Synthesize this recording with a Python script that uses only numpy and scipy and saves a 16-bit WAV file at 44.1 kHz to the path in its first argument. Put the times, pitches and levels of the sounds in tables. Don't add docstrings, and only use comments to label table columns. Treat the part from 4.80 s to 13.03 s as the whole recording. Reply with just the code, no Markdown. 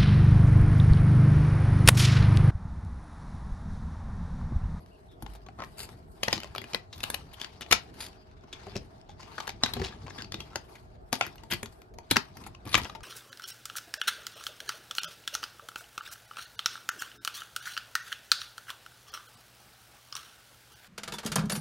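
import sys
import numpy as np
from scipy import signal
from scipy.fft import rfft, irfft, next_fast_len
from scipy.io import wavfile
from scipy.ndimage import uniform_filter1d

SR = 44100
rng = np.random.default_rng(int(sys.argv[2]) if len(sys.argv) > 2 else 0)


def persist_wave(psi):
    counts = np.round(np.clip(psi, -1, 1) * 32767).astype(np.int16)
    wavfile.write(sys.argv[1], SR, np.atleast_2d(counts).T)


def gain_from_db(level_db):
    decades = np.asarray(level_db, float) / 20
    return 10 ** decades


N = 363031


def evened(x):
    return x / np.sqrt(np.mean(x ** 2) + 1e-20)


def peaked(x):
    return x / abs(x).max()


def wander(count, smoothing):
    return evened(uniform_filter1d(rng.standard_normal(count), smoothing))


def read(points, hz):
    f, value = np.transpose(points)
    return np.interp(np.log(hz + 1), np.log(f + 1), value)


def colour(x, gain):
    size = next_fast_len(N + 4096)
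    return irfft(rfft(x, size) * gain(np.fft.rfftfreq(size, 1 / SR)), size)[..., :N]


def add(mix, s, sound):
    part = mix[:, round(s * SR):][:, :sound.shape[1]]
    part += sound[:, :part.shape[1]]


# [f/Hz, level/dB]
AIR = [(15, -42), (25, 15.5), (107, 6), (278, -5), (448, -1.5), (525, -17.5), (649, -2), (916, -13),
       (1560, -19), (2140, -31), (5690, -51), (14000, -54)]
# [f/Hz, likeness/-1..1]
SAME = [(60, 0.78), (240, 0.69), (950, -0.62), (3770, -0.57), (15000, 0.25)]
# [f/Hz, level/dB]
HUM = [(102.3, -75), (366.1, -68), (640.6, -71)]


def air():
    frames, hz = N // 256 + 5, np.fft.rfftfreq(1024, 1 / SR)
    a, b, c, d, patches = rng.standard_normal((frames, 513, 5)).T
    patches = uniform_filter1d(patches, 8, 0)
    patches = evened(uniform_filter1d(patches, 14, 1))
    same = np.clip(read(SAME, hz), -1, 1)[:, None]
    left = a + 1j * b
    right = same * left + np.sqrt(1 - same ** 2) * (c + 1j * d)
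    z = np.array([left, right]) * gain_from_db(read(AIR, hz)[:, None] + 2.4 * patches)
    noise = signal.istft(z, nperseg=1024, noverlap=768)[1][:, :N]
    out = gain_from_db(-46) * evened(noise)
    for f, db in HUM:
        waver = wander(N, 6000)
        turns = np.cumsum(f + 6.6 * waver) / SR
        out = out + gain_from_db(db + 4.5 + 0.83 * waver) * np.sin(2 * np.pi * turns)
    return out


# [t/s, level/dB, f/Hz]
WOBBLES = [
    (0.431, -30.5, 50.8),
    (5.19, -37.5, 100),
]


def wobbles():
    out, t = np.zeros((2, N)), np.arange(12000) / SR
    for s, db, hz in WOBBLES:
        swing = gain_from_db(db - 60 * t / 0.89) * np.sin(2 * np.pi * hz * t)
        add(out, s, swing[None])
    return out


# [t/s, level/dB, first f/Hz, last f/Hz, t60/s]
THUDS = [(1.527, -30, 500, 150, 0.069), (1.945, -28.5, 603, 200, 0.049), (3.729, -38.5, 452, 200, 0.091),
         (3.875, -42, 301, 120, .08), (3.954, -36, 600, 149, 0.074), (5.757, -32, 496, 151.5, .06),
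         (6.411, -20, 919, 692, 0.039), (7.311, -13, 420, 140, .07), (7.364, -18, 330, 135, 0.065),
         (7.858, -37, 295, 150, .08), (7.976, -25, 303, 150, 0.075)]


def thuds():
    out, t = np.zeros((2, N)), np.arange(4000) / SR
    sink_s, rise_s = 0.0116, 0.0025
    for s, db, first_hz, last_hz, t60 in THUDS:
        turns = np.cumsum(last_hz + (first_hz - last_hz) * np.exp(-t / sink_s)) / SR
        swell = gain_from_db(db - 60 * t / t60) * (1 - np.exp(-t / rise_s))
        add(out, s, (swell * np.sin(2 * np.pi * turns))[None])
    return out


def slips(count, share, spread_db, luck):
    size = gain_from_db(spread_db * np.minimum(luck.exponential(1, count), 4))
    return luck.standard_normal(count) * size * (luck.random(count) < share)


def below_db(start, hold, swell_db, fade_db):
    t = np.arange(0, N, 100) / SR - np.reshape(start, (-1, 1))
    past_hold = t - np.reshape(hold, (-1, 1))
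    return np.maximum(np.maximum(-swell_db * t, fade_db * past_hold), 0)


def loudest(peak_db, under_db, rest_db):
    level = np.maximum((np.reshape(peak_db, (-1, 1)) - under_db).max(0), rest_db)
    return np.repeat(level, 100)[:N]


def layer(x, shape, db):
    return gain_from_db(db) * evened(colour(x, lambda hz: gain_from_db(read(shape, hz))))


# [f/Hz, level/dB per Hz]
RUB = [(300, -17.5), (800, 14), (1500, 3.5), (3500, -2), (4800, -1), (8000, -22.5), (11000, -23)]
# [f/Hz, level/dB per Hz]
DRY = [(5000, -46), (8000, 4.5), (10500, 4.5), (13000, 10.5), (15500, -13.5)]
# [f/Hz, level/dB per Hz]
WEIGHT = [(30, -9), (60, 10.5), (110, 5.5), (250, -3), (500, -11.5), (1000, -51)]
# [t/s, hold/s, rub level/dB, fizz level over the rub/dB]
RUBS = [(0, 0.011, -65, -16), (.1, 0.23, -70.5, -15.5), (0.497, 0.012, -60, -15), (0.853, 0.093, -61, -12),
        (1.057, 0.041, -58.5, -12), (1.324, 0.013, -77, 2), (1.483, 0.033, -53, -10.5),
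        (1.613, 0.25, -57, -22), (1.9, .01, -53, -19), (2.25, 0.09, -50, -15), (2.617, 0.015, -50, -24),
        (2.752, 0.19, -67, -34), (2.967, 0.0069, -50, -19), (3.217, 0.0068, -52.5, -17),
        (3.494, .1, -66.5, -31), (3.786, 0.1, -52.5, -30), (3.992, 0.17, -63.5, -22.5),
        (4.509, 0.099, -50.5, -23.5), (4.892, 0.049, -48, -24), (4.985, 0.064, -47, -40),
        (5.355, 0.0087, -52.5, -24), (5.6, .01, -51.5, -22), (5.849, 0.12, -61, -14.5),
        (6.078, 0.066, -69, -23.5), (6.39, 0.012, -61, -5), (6.5, 0.085, -59, -24), (6.75, .03, -56.5, -12),
        (6.878, 0.085, -65, -12), (7.377, .01, -54, -17.5), (7.618, 0.012, -54, -18), (8, 0.0067, -48, -17),
        (8.125, .1, -72, -29)]
# [t/s, hold/s, level/dB]
LEANS = [(0, 0.019, -44), (0.39, 0.15, -47), (0.79, 0.42, -45.5), (1.496, .01, -42.5), (2.255, 0.14, -39.5),
         (2.499, 0.51, -50), (3.13, 0.13, -43), (3.979, 0.015, -33.5), (5.004, 0.014, -30),
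         (5.204, 0.058, -34), (5.638, 0.011, -40), (5.875, .1, -52), (6.384, 0.071, -54),
         (7.373, 0.0076, -48.5), (7.626, 0.0086, -40), (7.918, 0.099, -36.5)]


def hands():
    start, hold, db, fizz_db = np.transpose(RUBS)
    under_db = below_db(start, hold, swell_db=105.5, fade_db=77.5)
    rub_db = loudest(db, under_db, rest_db=-79)
    dry_db = loudest(db + fizz_db, 1.6 * under_db, rest_db=-99)
    start, hold, db = np.transpose(LEANS)
    weight_db = loudest(db, below_db(start, hold, swell_db=86.5, fade_db=105), rest_db=-58)

    clumps = gain_from_db(2.5 * wander(N, 900))
    grains = evened(slips(N, 0.02, 2.5, rng))
    hiss = rng.standard_normal((2, N))
    skin = clumps * (.45 * grains + .85 * hiss)
    bumps = gain_from_db(3.5 * wander(N, 2500)) * rng.standard_normal(N)
    rustle = layer(skin, RUB, rub_db - 4.0) + layer(skin, DRY, dry_db + 3.5)
    return rustle, layer(bumps, WEIGHT, weight_db - 3.0)


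def patchy(x):
    z = signal.stft(x, nperseg=256)[2]
    patches = uniform_filter1d(rng.standard_normal(z.shape[:0:-1]), size=12, axis=0)
    patches = evened(uniform_filter1d(patches, size=3, axis=1)).T
    return signal.istft(z * gain_from_db(3.0 * patches - 1.0), nperseg=256)[1][:, :N]


# [t/s, top f/Hz, level/dB]
SQUEAKS = [
    (5.108, 10800, -78),
]


def squeaks():
    length_s, sag_hz = 0.18, 1900
    out, u = np.zeros((2, N)), np.arange(-1, 1, 2 / (length_s * SR))
    for s, top_hz, db in SQUEAKS:
        turns = np.cumsum(top_hz - sag_hz * u ** 2) / SR
        whistle = np.sqrt(1 - u ** 2) * np.sin(2 * np.pi * turns)
        add(out, s, gain_from_db(db) * whistle[None])
    return out


# [t/s, length/s, first f/Hz, last f/Hz, level/dB]
GLIDES = [
    (0, 0.038, 11700, 11050, -70),
    (.03, .09, 10950, 11000, -84),
    (0.117, 0.11, 10950, 9000, -86),
    (0.103, 0.071, 2730, 2820, -72),
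    (0.28, 0.081, 3630, 3570, -70.5),
    (3.375, 0.067, 4920, 4750, -71.5),
    (3.559, 0.08, 3560, 3520, -78.5),
]


def glides():
    out = np.zeros((2, N))
    for s, length, first_hz, last_hz, db in GLIDES:
        u = np.arange(6000) / (SR * length)
        hz = first_hz + (last_hz - first_hz) * u + 150 * wander(6000, 120)
        swell = np.clip(4 * np.minimum(u + .05, 1 - u), 0, 1)
        squeal = swell * np.sin(2 * np.pi * np.cumsum(hz) / SR)
        add(out, s, gain_from_db(db) * squeal[None])
    return out


# [f/Hz, level/dB]
PANELS = [(350, -46), (800, -15), (1500, -5), (2200, 0.5), (4500, 10.5), (6500, 4), (9000, -29.5)]


def struck(force, hz, tick_db, luck):
    t = np.arange(1200) / SR
    spread = (np.arange(36) + luck.random(36)) / 36
    f = np.append(350 * (9000 / 350) ** spread, hz)[:, None]
    chance_db = np.append(3.0 * luck.standard_normal(36), 6000 / hz + 1.5)[:, None]
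    octaves = np.log2(f / hz)
    above_db = np.clip(0.32 * (tick_db + 16) - 7.5, -18, -8)
    near_db = np.where(octaves > 0, above_db, -4.5) * abs(octaves)
    ring_s = np.clip(.0005 + 13 / f, .002, .018) * np.where(f == hz, 2.2, 1)
    fading = gain_from_db(read(PANELS, f) + chance_db + near_db - 60 * t / ring_s)
    apart = 2.2 * luck.standard_normal(f.shape) * np.clip(f / 450, 0, 1) * (f != hz)
    body = np.array([(fading * np.sin(2 * np.pi * f * t + lag)).sum(0) for lag in (-apart / 2, apart / 2)])

    tick_fade = gain_from_db(-60 * t / .0015)
    tick = tick_fade * np.sin(2 * np.pi * luck.uniform(10500, 12500) * t)
    tick = tick + .4 * np.diff(tick_fade * luck.standard_normal(len(t)), prepend=0)
    ringing = peaked(signal.fftconvolve(force[None], body, axes=1))
    return ringing + gain_from_db(tick_db + 9) * peaked(signal.fftconvolve(force, tick))


def scrape(db, hz, tick_db, length, luck):
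    u = np.arange(6000) / (SR * np.clip(length, .01, .13))
    stroke = np.clip(u / 0.27, 0, 1) * np.clip((1 - u) / 0.66, 0, 1)
    stroke = stroke * gain_from_db(4.5 * wander(len(u), 150))
    return gain_from_db(db) * struck(slips(len(u), 0.23, 3.85, luck) * stroke, hz, tick_db, luck)


LEAD_IN_S = .008


def click(db, hz, thump_db, tick_db, length, luck):
    early = round(LEAD_IN_S * SR)
    t = np.arange(-early, 2000) / SR
    u = np.clip(t / np.clip(2.6 * length, .0006, .03), 0, 1)
    lead_in = gain_from_db(-27 + 16 * t / LEAD_IN_S)
    run = np.minimum(.2 + t / .001, 1) * (1 - u) ** 1.8
    rattle = gain_from_db(-30 - 60 * t / .06)
    force = slips(len(t), .2, 2.5, luck) * np.where(t < 0, lead_in, run + rattle)
    force[early + 40] = 2.0

    t = np.maximum(np.arange(-early, 3199) / SR, 0)
    low_hz = np.array([[120], [200], [330]]) * luck.uniform(.8, 1.25, (3, 1))
    swell = gain_from_db(-60 * t / 0.061) * (1 - np.exp(-t / 0.0047))
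    thump = (swell * np.sin(2 * np.pi * low_hz * t)).sum(0)
    return gain_from_db(db) * (struck(force, hz, tick_db, luck) + gain_from_db(thump_db - 6.0) * peaked(thump))


# [t/s, peak level/dB, f/Hz, tick level/dB]
BUMPS = [(0.423, -37, 910, -5), (0.663, -45.5, 1140, -24), (0.788, -40, 1070, -56), (1.2188, -77, 643, -19),
         (3.6367, -47, 637, -28), (3.867, -37.5, 754, -54), (3.9541, -28.5, 2645, -25),
         (4.9662, -29, 500, -30), (4.996, -32, 778, -28), (5.0157, -26, 450, -32), (5.3847, -39, 1800, -34),
         (6.7092, -43, 691, 10), (7.1385, -51.5, 702, -11), (7.853, -42, 1180, -4.5),
         (7.8643, -36, 946, -14)]
KNOCKS = [(.6858, -38.5, 787, -44), (1.0019, -35.5, 5530, -1), (1.0898, -42, 1400, -14),
          (1.578, -29.5, 1180, -36), (1.8155, -33.5, 610, -10.5), (1.8406, -33.5, 2500, -22),
          (1.9332, -26, 2880, -25), (2.8089, -30.5, 2930, -11.5), (4.43, -36, 655, -19),
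          (4.9361, -24.5, 4180, -13), (5.304, -37.5, 1730, -44), (5.4205, -30.5, 4700, -18),
          (5.4443, -37, 4500, -37), (5.5418, -25, 3600, -22), (5.6031, -29.5, 3300, -22),
          (6.328, -17.5, 927, -9), (6.4648, -30.5, 1700, -7), (6.5806, -43, 2950, -31),
          (6.6349, -39.5, 910, -14), (6.723, -18.5, 3200, -10.5), (6.8297, -27, 987, -4.5),
          (6.8578, -35, 1430, -10), (7.3106, -12, 4160, -7.5), (7.5692, -39.5, 2140, -8.5),
          (7.665, -35, 890, -43)]
TAPS = [(.463, -35.5, 840, -28), (1.528, -14.5, 3440, -12), (1.535, -25.5, 3200, -13),
        (1.6327, -30, 2530, -13), (1.7597, -27, 850, -15.5), (1.7809, -23, 3400, -11.5),
        (1.946, -17, 2000, -18.5), (2.2045, -33.5, 2670, -14), (2.232, -27, 4300, -7.5),
        (2.6141, -25.5, 3240, -18.5), (2.6445, -29.5, 3000, -30), (2.9108, -15, 1200, -11),
        (3.3293, -46.5, 2510, -30), (4.2926, -42, 826, -76), (4.835, -8.5, 3900, -41),
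        (5.2652, -39, 900, -41), (5.5209, -25.5, 3500, -22), (5.7567, -22, 1484, -16),
        (6.3524, -34, 920, -12.5), (6.5566, -44, 650, -4), (7.0179, -45.5, 726, -10.5),
        (7.1854, -35, 948, -16.5), (7.3668, -9, 1890, -20), (7.942, -12, 1205, -32),
        (7.9514, -12, 2330, -35), (8.0459, -32, 3600, -23.5)]
SNAPS = [(.536, -57, 595, 4.5), (.8205, -27.5, 1320, -43), (0.837, -32, 1840, -17),
         (1.4321, -18, 3170, -13), (1.481, -19, 900, -19), (1.6015, -31.5, 3060, -13),
         (1.6441, -30.5, 620, -30), (1.7495, -27.5, 1300, -17), (2.301, -23.5, 1160, -3.5),
         (2.343, -20.5, 3040, -10), (2.8622, -40, 746, -31), (2.9242, -6, 2800, -17),
         (4.58, -25.5, 1460, -68.5), (4.602, -28.5, 1170, -25), (4.6766, -24.5, 840, -14),
         (4.6916, -26, 780, -19), (4.8605, -21, 1570, -22), (6.4097, -15, 1410, -37),
         (8.0967, -34, 1250, -21)]
CREAKS = [(0.5504, -45.5, 855, -10), (2.1274, -39.5, 3850, -32), (2.5337, -39.5, 3280, -8),
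          (2.599, -40, 3100, -15.5), (2.8164, -30.5, 2890, -41.5), (3.7275, -33, 3420, -37.5),
          (4.3956, -40.5, 1058, -75.5), (5.953, -43.5, 2190, -12), (7.302, -32, 3055, -16.5),
          (7.3585, -18, 1700, -23), (7.976, -24.5, 1160, -8.5), (8.1495, -32.5, 940, -22)]
# [thump level/dB, run of slips/s]
KINDS = [
    (6, 0.0058),
    (-5, 0.0032),
    (-14.5, 0.0027),
    (-23.5, 0.0031),
    (-25.5, 0.01),
]
# [t/s, peak level/dB, strongest panel f/Hz, tick level/dB, length/s]
SCRAPES = [(.778, -35, 1075, -56, 0.062), (.97, -33, 4800, -5.5, 0.09), (1.53, -35, 3500, -25, 0.068),
           (2.13, -46.5, 3600, -1.5, 0.12), (3.135, -48, 2980, -3.5, 0.054), (3.182, -29.5, 4670, -8, 0.11),
           (3.951, -26, 5120, -28, 0.035), (4.808, -30.5, 1150, -58.5, 0.12),
           (5.025, -29, 3360, -41, 0.084), (6.335, -33, 2920, -18, 0.037), (6.42, -34, 2040, -32, 0.08),
           (6.7, -25, 2040, -6, 0.055), (7.318, -25, 3450, -11, 0.017), (7.87, -37.5, 2460, -8, 0.12),
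           (7.955, -29, 1950, -20, 0.053), (4.39, -45.5, 4660, -27, 0.08), (4.51, -56, 2900, -32.5, 0.049),
           (5.12, -41, 1690, -43, 0.021), (5.258, -34.5, 1085, -40, 0.072), (5.377, -33, 1700, -29, .02),
           (5.7, -39.5, 1360, -35, 0.12), (7.637, -42.5, 2540, -19, 0.011),
           (7.745, -43.5, 3050, -30, 0.0081), (7.66, -40.5, 910, -9, 0.025), (4.288, -44, 3490, -35, 0.042),
           (7.855, -36, 1160, -40, 0.042), (8.045, -31.5, 1380, -45, .03), (3.952, -32, 750, -55, .035),
           (3.85, -42, 620, -55, .05), (6.412, -27, 2650, -45, .035), (2.325, -34, 750, -50, .04),
           (1.44, -36, 3700, -30, .035), (1.497, -36, 3200, -35, .03), (1.61, -40, 2200, -35, .025),
           (5.29, -42, 5200, -35, .035), (7.926, -26, 3900, -18, .018), (5.399, -35, 1700, -30, .018),
           (5.378, -35, 3500, -30, .04), (4.669, -32, 4200, -15, .012), (1.505, -38, 3100, -30, .03)]
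# [t/s, peak level/dB, strongest panel f/Hz, thump
# level/dB, tick level/dB]
AFTERS = [(.061, -54, 2200, -30, -8), (0.803, -33, 1300, -30, -42), (.846, -41, 1155, -32, -47),
          (1.0035, -35.5, 3950, -30, -25), (2.9148, -13, 3100, -23.5, -14), (2.9269, -4, 3080, -26, -17),
          (2.9299, -10, 2900, -22, -14), (3.375, -64.5, 2670, -31.5, -41), (3.513, -54.5, 2810, -28, -40),
          (3.61, -58, 5450, -29.5, -27), (4.5861, -27.5, 1470, -37, -45), (4.8393, -21, 5500, -16, -22),
          (5.047, -32, 3490, -10, -30), (5.059, -34, 5200, -13, -30), (5.066, -34, 2440, -22, -37),
          (5.08, -37, 1660, -17, -42), (5.2697, -39, 1020, -23.5, -38), (5.395, -38.5, 1680, -21.5, -45),
          (5.761, -29, 885, -16, -29), (6.711, -34, 4000, -18, -7), (6.717, -23.5, 6100, -10, -10),
          (6.735, -22, 5540, -4, -7), (6.744, -32.5, 3030, -15, -10), (7.3136, -15, 3810, -16, -16),
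          (7.748, -44, 1110, -20, -40), (7.9525, -14.5, 3860, -22, -40), (8.206, -46, 1200, -29.5, -40),
          (1.5286, -22, 790, -22, -30), (1.538, -29.5, 4450, -22, -18.5), (1.549, -33, 3000, -17, -22),
          (1.566, -32, 2300, 5, -21), (2.2374, -19.5, 3000, -29, -10), (1.956, -31.5, 1220, -22, -25),
          (7.315, -18, 1800, -26, -30), (7.3684, -14, 4220, -22.5, -20), (7.9431, -13, 3900, -18, -40),
          (7.918, -34.5, 3050, -20, -26), (4.181, -61, 5480, -30, -23), (4.213, -53, 5030, -31.5, -25),
          (4.6938, -27, 2440, -21, -28),
          (1.578, -32, 4000, -30, -20), (2.9225, -13, 3000, -30, -20), (4.702, -33, 3700, -30, -25),
           (6.3283, -19, 4700, -30, -10), (6.339, -27, 3600, -25, -15), (6.354, -31, 5000, -25, -10),
           (7.874, -38, 5500, -25, -8), (7.892, -38, 4800, -25, -8), (7.981, -25, 1300, -20, -15),
           (7.998, -30, 1000, -20, -25), (8.016, -35, 2500, -20, -15), (8.034, -36, 5000, -25, -15),
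           (5.7575, -24, 5000, -25, -20), (1.9475, -22, 800, -20, -25), (6.4105, -17, 2300, -30, -25),
           (1.4825, -23, 1900, -30, -25), (4.606, -34, 3600, -30, -30)]


def clicks():
    out = np.zeros((2, N))
    blows = []
    for rows, (thump_db, length) in zip((BUMPS, KNOCKS, TAPS, SNAPS, CREAKS), KINDS):
        blows += [(s, db, hz, thump_db, tick_db, length) for s, db, hz, tick_db in rows]
    quick = [(*row, .002) for row in AFTERS]
    for rows, sound, early in ((sorted(blows), click, LEAD_IN_S), (SCRAPES, scrape, 0), (quick, click, LEAD_IN_S)):
        for row, seed in zip(rows, rng.integers(1 << 30, size=200)):
            add(out, row[0] - early, sound(*row[1:], luck=np.random.default_rng(seed)))
    return out


# [f/Hz, t60/s]
ROOM = [(100, 0.25), (1000, 0.18), (4000, 0.19), (10000, 0.095)]


def room(x):
    taps = np.zeros((2, SR // 3))
    starts = np.arange(120, SR // 3 - 20, 20)
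    at = starts + rng.integers(0, 20, (2, len(starts)))
    np.put_along_axis(taps, at, rng.choice([-1., 1.], at.shape), 1)
    hz, t, z = signal.stft(taps, SR, nperseg=128)
    tail = signal.istft(z * gain_from_db(-60 * t / read(ROOM, hz)[:, None]), SR, nperseg=128)[1]
    return signal.fftconvolve(x, tail / np.linalg.norm(tail[0]), axes=1)[:, :N]


# [f/Hz, lead/rad]
LEAD = [(200, 0), (2000, 1.0), (7000, 1.7), (8000, 3.1), (9800, 1.5), (11800, 0), (13500, -.9),
        (15000, -2.4)]
# [f/Hz, level/dB]
TILT = [(200, 2.5), (1000, 3.5), (3000, 5.5), (6000, 5), (9000, 1.5), (13000, 0)]
# [f/Hz, share/0..1]
SHARED = [(6500, 0), (8500, .8), (11000, 1)]


def ports(x):
    side = np.array([[.5], [-.5]])
    x = x + [[0], [1]] * colour(x[0] - x[1], lambda hz: read(SHARED, hz))
    return colour(x, lambda hz: gain_from_db(side * read(TILT, hz) + 5.0) * np.exp(1j * side * read(LEAD, hz)))


def scene():
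    skin, weight = hands()
    case = clicks() + patchy(skin) + squeaks() + glides()
    echo = gain_from_db(-9.5) * room(case.mean(0)[None])
    through_table = weight * gain_from_db(np.array([[1.0], [-1.0]]))
    return ports(case + echo) + through_table + wobbles() + thuds() + air()


def top_cut(x):
    return signal.sosfilt(signal.butter(12, 16470, fs=SR, output="sos"), x)


# [f/Hz, level/dB]
MIC = [(27, -22.5), (42, -7.5), (5000, 1), (8000, 5.5), (11000, -6), (13500, -12), (14800, -3),
       (16100, -29)]


def record(dry):
    rounded = 1.2 * np.tanh(dry / 1.2)
    mix = colour(rounded, lambda hz: gain_from_db(read(MIC, hz)))
    return top_cut(mix)


dry = scene()
out = record(dry)
persist_wave(out)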